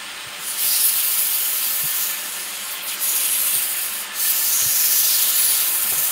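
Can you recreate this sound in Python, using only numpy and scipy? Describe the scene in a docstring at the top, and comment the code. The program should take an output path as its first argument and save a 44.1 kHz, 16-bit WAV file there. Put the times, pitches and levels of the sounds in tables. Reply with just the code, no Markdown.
"""Sanding a turning vase

Abrasive paper rasps against a wooden vase spinning on a lathe, close to one microphone.
Noise for the grit is coloured by paper, wood and fingers; rings shift with the grip, and each turn throbs.
Behind it the motor blows (shaped noise) and hums, its drive whines (narrowband noise tones),
and now and then a low thud, a few enveloped cycles with a dull knock, reaches the microphone."""
import sys
import numpy as np
from scipy import signal
from scipy.io import wavfile
from scipy.ndimage import uniform_filter1d

SR = 44100
rng = np.random.default_rng(int(sys.argv[2]) if len(sys.argv) > 2 else 0)


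def generate_wav(sig):
    """Save sig (samples, or channels by samples) to the path in sys.argv[1] as 16-bit PCM at SR."""
    pcm = np.round(np.clip(np.atleast_2d(sig).T, -1, 1) * 32767).astype(np.int16)
    wavfile.write(sys.argv[1], SR, pcm)


N = 269451  # samples

# How the grip loads paper and wood: (time [s], paper fold ring [dB], grit hiss over fold [dB],
# wood scrape over fold [dB], wooden body ring [dB])
GRIP = [(0, -48.5, -6, 5.5, -37.5), (0.36, -48.5, 1, 5, -37), (0.47, -31, -2, -3, -38),
        (0.56, -32, -3, -2, -36.5), (0.63, -24.5, 5, -6, -32.5), (0.8, -21.5, -2.5, -7, -33.5),
        (0.95, -24.5, 2, -7, -33), (2.08, -28.5, 4, -2.5, -35), (2.18, -33, -2, -2, -36),
        (2.68, -33.5, -4, -2, -36.5), (2.78, -38, 1, -1, -34.5), (2.86, -38, 7, -9, -37),
        (2.89, -26.5, -4, -3, -34.5), (2.94, -31, -1, -5, -34.5), (2.98, -41.5, 2, 6, -41),
        (3.03, -24.5, 1, -8, -34.5), (3.33, -22, -5.5, -8.5, -33), (3.56, -25.5, 3, -5.5, -33.5),
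        (4.02, -30.5, -3, -6, -37.5), (4.1, -48.5, -4, 5, -38), (4.21, -23.5, 1, -3, -35.5),
        (4.45, -26, 3, -2, -35), (4.62, -22.5, -2, -6.5, -34), (4.8, -23, 2.5, -3.5, -35.5),
        (5.15, -23, 2.5, -2, -31.5), (5.58, -24.5, 3.5, -2, -31), (5.72, -23.5, 1.5, -7, -36.5),
        (6.11, -25, 0.5, -7, -34.5)]
# Spectrum of the grit hiss: (frequency [Hz], relative density [dB per Hz])
GRIT_SPECTRUM = [(6000, -40), (9000, -22), (11500, -6), (12200, 5), (14500, 3.5), (15500, 3.5),
                 (17000, -12)]
# Spectrum of the ringing paper fold: (frequency [Hz], relative density [dB per Hz])
FOLD_SPECTRUM = [(6500, -44), (7800, -15.5), (8200, -0.5), (10000, 1.5), (11600, 2.5), (12200, -8),
                 (14000, -14.5)]
# Spectrum of the wood scrape: (frequency [Hz], relative density [dB per Hz])
SCRAPE_SPECTRUM = [(1800, -24), (3000, -24), (3800, -1.5), (4600, 1), (5600, -1), (7000, 3.5), (7600, 1),
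                   (7900, 1.5), (10000, -32)]
# The paper bites harder, or slips, for a moment: (middle [s], half length to 1/e [s], change [dB])
BITES = [(0.65, .03, -2), (0.862, .03, 6.5), (0.91, .02, -2), (1.07, 0.032, 1.5), (1.21, 0.023, 2),
         (1.37, 0.028, 1), (1.58, .03, 0), (1.785, 0.036, 1), (2.73, 0.024, 9), (2.805, .015, -11),
         (3.157, 0.033, 2), (3.495, .04, 1), (3.827, 0.026, 3), (3.89, .015, -2), (3.94, .03, 2),
         (4.22, 0.031, 2), (4.303, 0.02, 6), (4.51, 0.027, 3), (4.817, .04, 1.5), (4.92, .025, 2),
         (5.0, .03, 3), (5.3, .02, 1), (5.33, .015, -4), (5.4, 0.045, 1.5), (6.036, .03, 5)]
# A hollow between fingers and paper rings while the grip holds its shape:
# (middle [s], half length to 1/e [s], frequency [Hz], boost [dB])
HOLLOWS = [(0.49, .05, 9550, 7), (0.75, 0.12, 5030, 10), (0.86, 0.055, 10900, 4.5), (1.09, 0.2, 4800, 3.5),
           (1.21, 0.037, 10600, 4.5), (1.65, .1, 4670, 2.5), (2.05, 0.074, 6800, 4), (2.9, .05, 11100, -1),
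           (2.903, 0.027, 3520, 4), (3.25, 0.14, 3500, 2.5), (3.107, 0.066, 6670, 10),
           (3.21, .05, 6100, 6.5), (3.36, .14, 11200, 2), (3.56, 0.15, 8840, 5), (4.6, .12, 6300, 12),
           (4.86, 0.19, 5700, 6.5), (5.02, .08, 6040, 3), (5.13, 0.063, 4700, 6), (5.48, 0.1, 10300, 7.5),
           (5.5, .15, 4200, 3), (6.004, 0.12, 6840, 6)]
# Spectrum of the cooling air: (frequency [Hz], relative density [dB per Hz])
BLOWER_SPECTRUM = [(20, -24), (60, -26), (240, -17.5), (420, -11.5), (700, -8), (1300, -4.5), (2200, -4.5),
                   (3000, -7.5), (4500, -11), (7600, -22.5), (7900, -25), (8200, -7.5), (9600, -14),
                   (10500, -32), (15600, -15.5)]
# Strength of the cooling air: (time [s], level [dB])
BLOWER_LEVEL = [(0, -35.5), (1.3, -36), (2.5, -35), (4, -34.5), (5, -34.5), (6.11, -33)]
# Motor and frame tones: (frequency [Hz], nominal width [Hz], level [dB])
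HUM_TONES = [(98, 39, -71.5), (50, 4, -77), (200, 30, -58), (288.7, 7.8, -63.5), (365.5, 23, -65),
             (503.5, 11.6, -60.5), (593, 30, -56.5), (751, 6.8, -60.5), (900, 11, -58), (1212, 53, -56.5),
             (1385, 19, -76), (1419, 24, -54)]
# Swells of the whirr: (time [s], level [dB])
WHIRR_LEVEL = [(0, -48), (1.3, -51), (1.7, -44.5), (2.2, -42.5), (2.5, -52), (3.4, -54), (4.2, -40),
               (4.6, -47), (5.2, -42), (6.11, -44.5)]
# The drive's pair of switching tones: (frequency [Hz])
WHINE_HZ = [8962, 9022]
# Low thuds: (start [s], nominal peak [dB], frequency [Hz], time scale [s], knock [dB])
THUDS = [(0.259, -40, 127, 0.032, -49), (0.384, -45, 166, 0.038, -48), (0.635, -46, 155, 0.039, -43),
         (1.831, -32, 154, 0.027, -48), (1.844, -40, 143, 0.028, -45), (3.549, -39, 145, 0.029, -47),
         (4.611, -40, 113, 0.044, -47), (4.652, -31, 126, 0.035, -53), (5.836, -41, 199, 0.049, -48),
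         (5.914, -39, 113, 0.034, -35.5), (5.96, -40.5, 146, 0.063, -42.5)]

FRAME, HOP = 512, 128  # samples, for the rasp's moving spectrum
TURNS_HZ = 13.15
FOLD_SHARE, SCRAPE_SHARE = 0.28, 0.067  # of each bite's dB
HOLLOW_HALF_WIDTH_HZ = 860  # to 1/e of the boost in dB
FOLD_HZ, PALM_HZ, PALM_DB = 10450, 4660, 1.5
BODY_HZ, BODY_FROM_DB, BODY_HZ_PER_DB = 2870, -36, 49  # the body's ring rises as it swells
BODY_FLICKER_DB = 1  # rms
WHIRR_HZ, WHINE_DB = 1770, -54.5  # whine level of each tone
EDGE_HZ = 15720  # upper band limit


def gain_of(db):
    """Logarithmic level: decibels become an amplitude ratio."""
    return 10 ** (np.asarray(db) / 20)


def evened(x):
    """Power normalisation: scales a signal to rms 1."""
    return x / np.sqrt(np.mean(x ** 2) + 1e-20)


def unit(gain):
    """Power normalisation of a spectrum: the squares in each column sum to one."""
    return gain / np.linalg.norm(gain, axis=0)


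def read(points, hz):
    """Spectral density on a log frequency axis, as a column of gains with unit total power."""
    f, db = np.transpose(points)
    gain = gain_of(np.interp(np.log(hz + 1), np.log(f + 1), db))
    return unit(gain)[:, None]


def along(table, t):
    """Linear interpolation in time of every level column of a table."""
    s, *columns = np.transpose(table)
    return [np.interp(t, s, column) for column in columns]


def bell(x, middle, half_width):
    """Gaussian localisation in time or frequency; half_width reaches 1/e."""
    return np.exp(-((x - middle) / half_width) ** 2)


def shaped(x, magnitude, size):
    """Short-time filtering: a flat sound takes a spectrum by frame; unit power gives rms 1."""
    overlap = size - size // 4
    z = signal.stft(x, nperseg=size, noverlap=overlap)[2]
    z = z * magnitude[:, :z.shape[1]] * np.sqrt(size / 2)
    return signal.istft(z, nperseg=size, noverlap=overlap)[1][:N]


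def patches(shape, bins, frames):
    """Local correlation: a random field averaged over frequency and time, rms 1."""
    field = rng.standard_normal(shape[::-1]).T
    across_frequency = uniform_filter1d(field, bins, axis=0)
    return evened(uniform_filter1d(across_frequency, frames, axis=1))


def fuzzy_tone(hz, width_hz):
    """Narrowband noise: twice low-passed complex noise lets a tone's size and phase wander; rms 1."""
    r = np.exp(-np.pi * width_hz / SR)
    wander = [1, 1j] @ rng.standard_normal((2, N + SR))
    for _ in range(2):
        wander = signal.lfilter([1 - r], [1, -r], wander)
    carrier = np.exp(2j * np.pi * hz * np.arange(N) / SR)
    return evened((wander[SR:] * carrier).real)  # the first second lets the filters settle


def add(mix, s, sound):
    """Superposition: adds a sound into the mix from second s."""
    part = mix[round(s * SR):][:len(sound)]
    part += sound[:len(part)]


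def scratches():
    """Random excitation: dense grit contacts of uneven size make noise of uneven strength."""
    sizes = uniform_filter1d(rng.exponential(1, N), size=3)
    strength_db = 2.5 * np.minimum(sizes, 2.6)
    return evened(rng.standard_normal(N) * gain_of(strength_db))


def turn_throb_db(t):
    """Periodic modulation: the changing grain and run-out of the turning wood vary the level."""
    turn = 2 * np.pi * TURNS_HZ * t
    # the piece runs slightly out of true; end grain and side grain pass twice a turn
    return 0.63 * np.cos(turn + 1.6) + 0.41 * np.cos(2 * turn + 3.7)


def body_power(hz, body_db):
    """Resonance: the wooden body rings in a broad band whose main peak rises with its level."""
    load_db = np.maximum(body_db - BODY_FROM_DB, 0)
    main_ring = bell(hz[:, None], BODY_HZ + BODY_HZ_PER_DB * load_db, 830)
    ring = unit(main_ring + 0.57 * bell(hz[:, None], 3250, 2050))
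    flicker_db = BODY_FLICKER_DB * patches((1, len(body_db)), bins=1, frames=7)
    mottle_db = 1.76 * patches((len(hz), len(body_db)), bins=4, frames=21)
    return (gain_of(body_db + flicker_db + mottle_db) * ring) ** 2


def rasp():
    """Source and filter: grit scratches excite the paper, wood and hollows under the fingers."""
    hz = np.fft.rfftfreq(FRAME, 1 / SR)
    t = np.arange(N // HOP + 4) * HOP / SR
    column_hz, shape = hz[:, None], (len(hz), len(t))
    fold_db, hiss_over_db, scrape_over_db, body_db = along(GRIP, t)
    bite_db = sum(db * bell(t, s, half) for s, half, db in BITES)
    hollow_db = sum(db * bell(t, s, half) * bell(column_hz, f, HOLLOW_HALF_WIDTH_HZ)
                    for s, half, f, db in HOLLOWS)

    # creases in the paper give many narrow rings that shift as the fingers move
    crease_db = 2.5 * bell(column_hz, FOLD_HZ, 1060) + 2.6 * patches(shape, bins=3, frames=31)
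    fold = unit(read(FOLD_SPECTRUM, hz) * gain_of(crease_db))
    palm_db = PALM_DB * bell(column_hz, PALM_HZ, 450) + 1.86 * patches(shape, bins=3, frames=31)
    scrape = unit(read(SCRAPE_SPECTRUM, hz) * gain_of(palm_db))

    hiss_level_db = fold_db + hiss_over_db + bite_db
    scrape_level_db = fold_db + scrape_over_db + SCRAPE_SHARE * bite_db
    fold_level_db = fold_db + FOLD_SHARE * bite_db
    power = (gain_of(hiss_level_db) * read(GRIT_SPECTRUM, hz)) ** 2
    power = power + (gain_of(scrape_level_db) * scrape) ** 2
    power = power + (gain_of(fold_level_db) * fold) ** 2

    tremor_db = 0.7 * patches((1, len(t)), bins=1, frames=7)
    power = power * gain_of(turn_throb_db(t) + tremor_db) ** 2
    power = power + body_power(hz, body_db)
    return shaped(scratches(), np.sqrt(power) * gain_of(hollow_db), size=FRAME)


def blower():
    """Turbulence: cooling air is broadband noise with a slowly drifting spectrum."""
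    hz = np.fft.rfftfreq(2048, 1 / SR)
    ripple_db = 2.3 * patches((len(hz), 1), bins=2, frames=1)  # room reflections comb the spectrum
    drift_db = 0.9 * patches((len(hz), N // 512 + 4), bins=8, frames=6)
    spectrum = read(BLOWER_SPECTRUM, hz) * gain_of(ripple_db + drift_db)
    air = shaped(rng.standard_normal(N), spectrum, size=2048)
    return air * gain_of(along(BLOWER_LEVEL, np.arange(N) / SR)[0])


def motor_tones():
    """Narrowband radiation: motor, frame and drive sound as wavering tones."""
    hum = sum(gain_of(db) * fuzzy_tone(hz, width) for hz, width, db in HUM_TONES)
    whine = gain_of(WHINE_DB) * sum(fuzzy_tone(hz, 6.6) for hz in WHINE_HZ)
    whirr_gain = gain_of(along(WHIRR_LEVEL, np.arange(N) / SR)[0])
    return hum + whine + whirr_gain * fuzzy_tone(WHIRR_HZ, 71)


def thuds():
    """Transient oscillation: low cycles and a weaker octave below swell and fade with a dull knock."""
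    out = np.zeros(N)
    dull = signal.butter(2, [200, 900], "band", fs=SR)
    knocks = signal.lfilter(*dull, rng.standard_normal((len(THUDS), SR // 4)))
    for (s, db, hz, length, knock_db), knock in zip(THUDS, knocks):
        u = np.arange(0, 3 * length, 1 / SR) / length  # time in units of the thud's time scale
        phase = 2 * np.pi * hz * length * u
        cycles = np.cos(phase) + 0.27 * np.cos(phase / 2)
        swell = (2.3 * u * np.exp(1 - 2.64 * u)) ** 2
        knock_swell = (3 * u * np.exp(1 - 3 * u)) ** 3
        add(out, s, gain_of(db) * swell * cycles)
        add(out, s, gain_of(knock_db) * knock_swell * evened(knock)[:len(u)])
    return out


def scene():
    """Superposition at one microphone, which feeds both channels."""
    return np.tile(rasp() + blower() + motor_tones() + thuds(), (2, 1))


def record(dry):
    """Band limitation: a linear-phase low-pass filter removes the highest treble."""
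    low_pass = signal.firwin(1023, EDGE_HZ, window=("kaiser", 9), fs=SR)
    return signal.oaconvolve(dry, low_pass[None], "same")


dry = scene()
out = record(dry)
generate_wav(out)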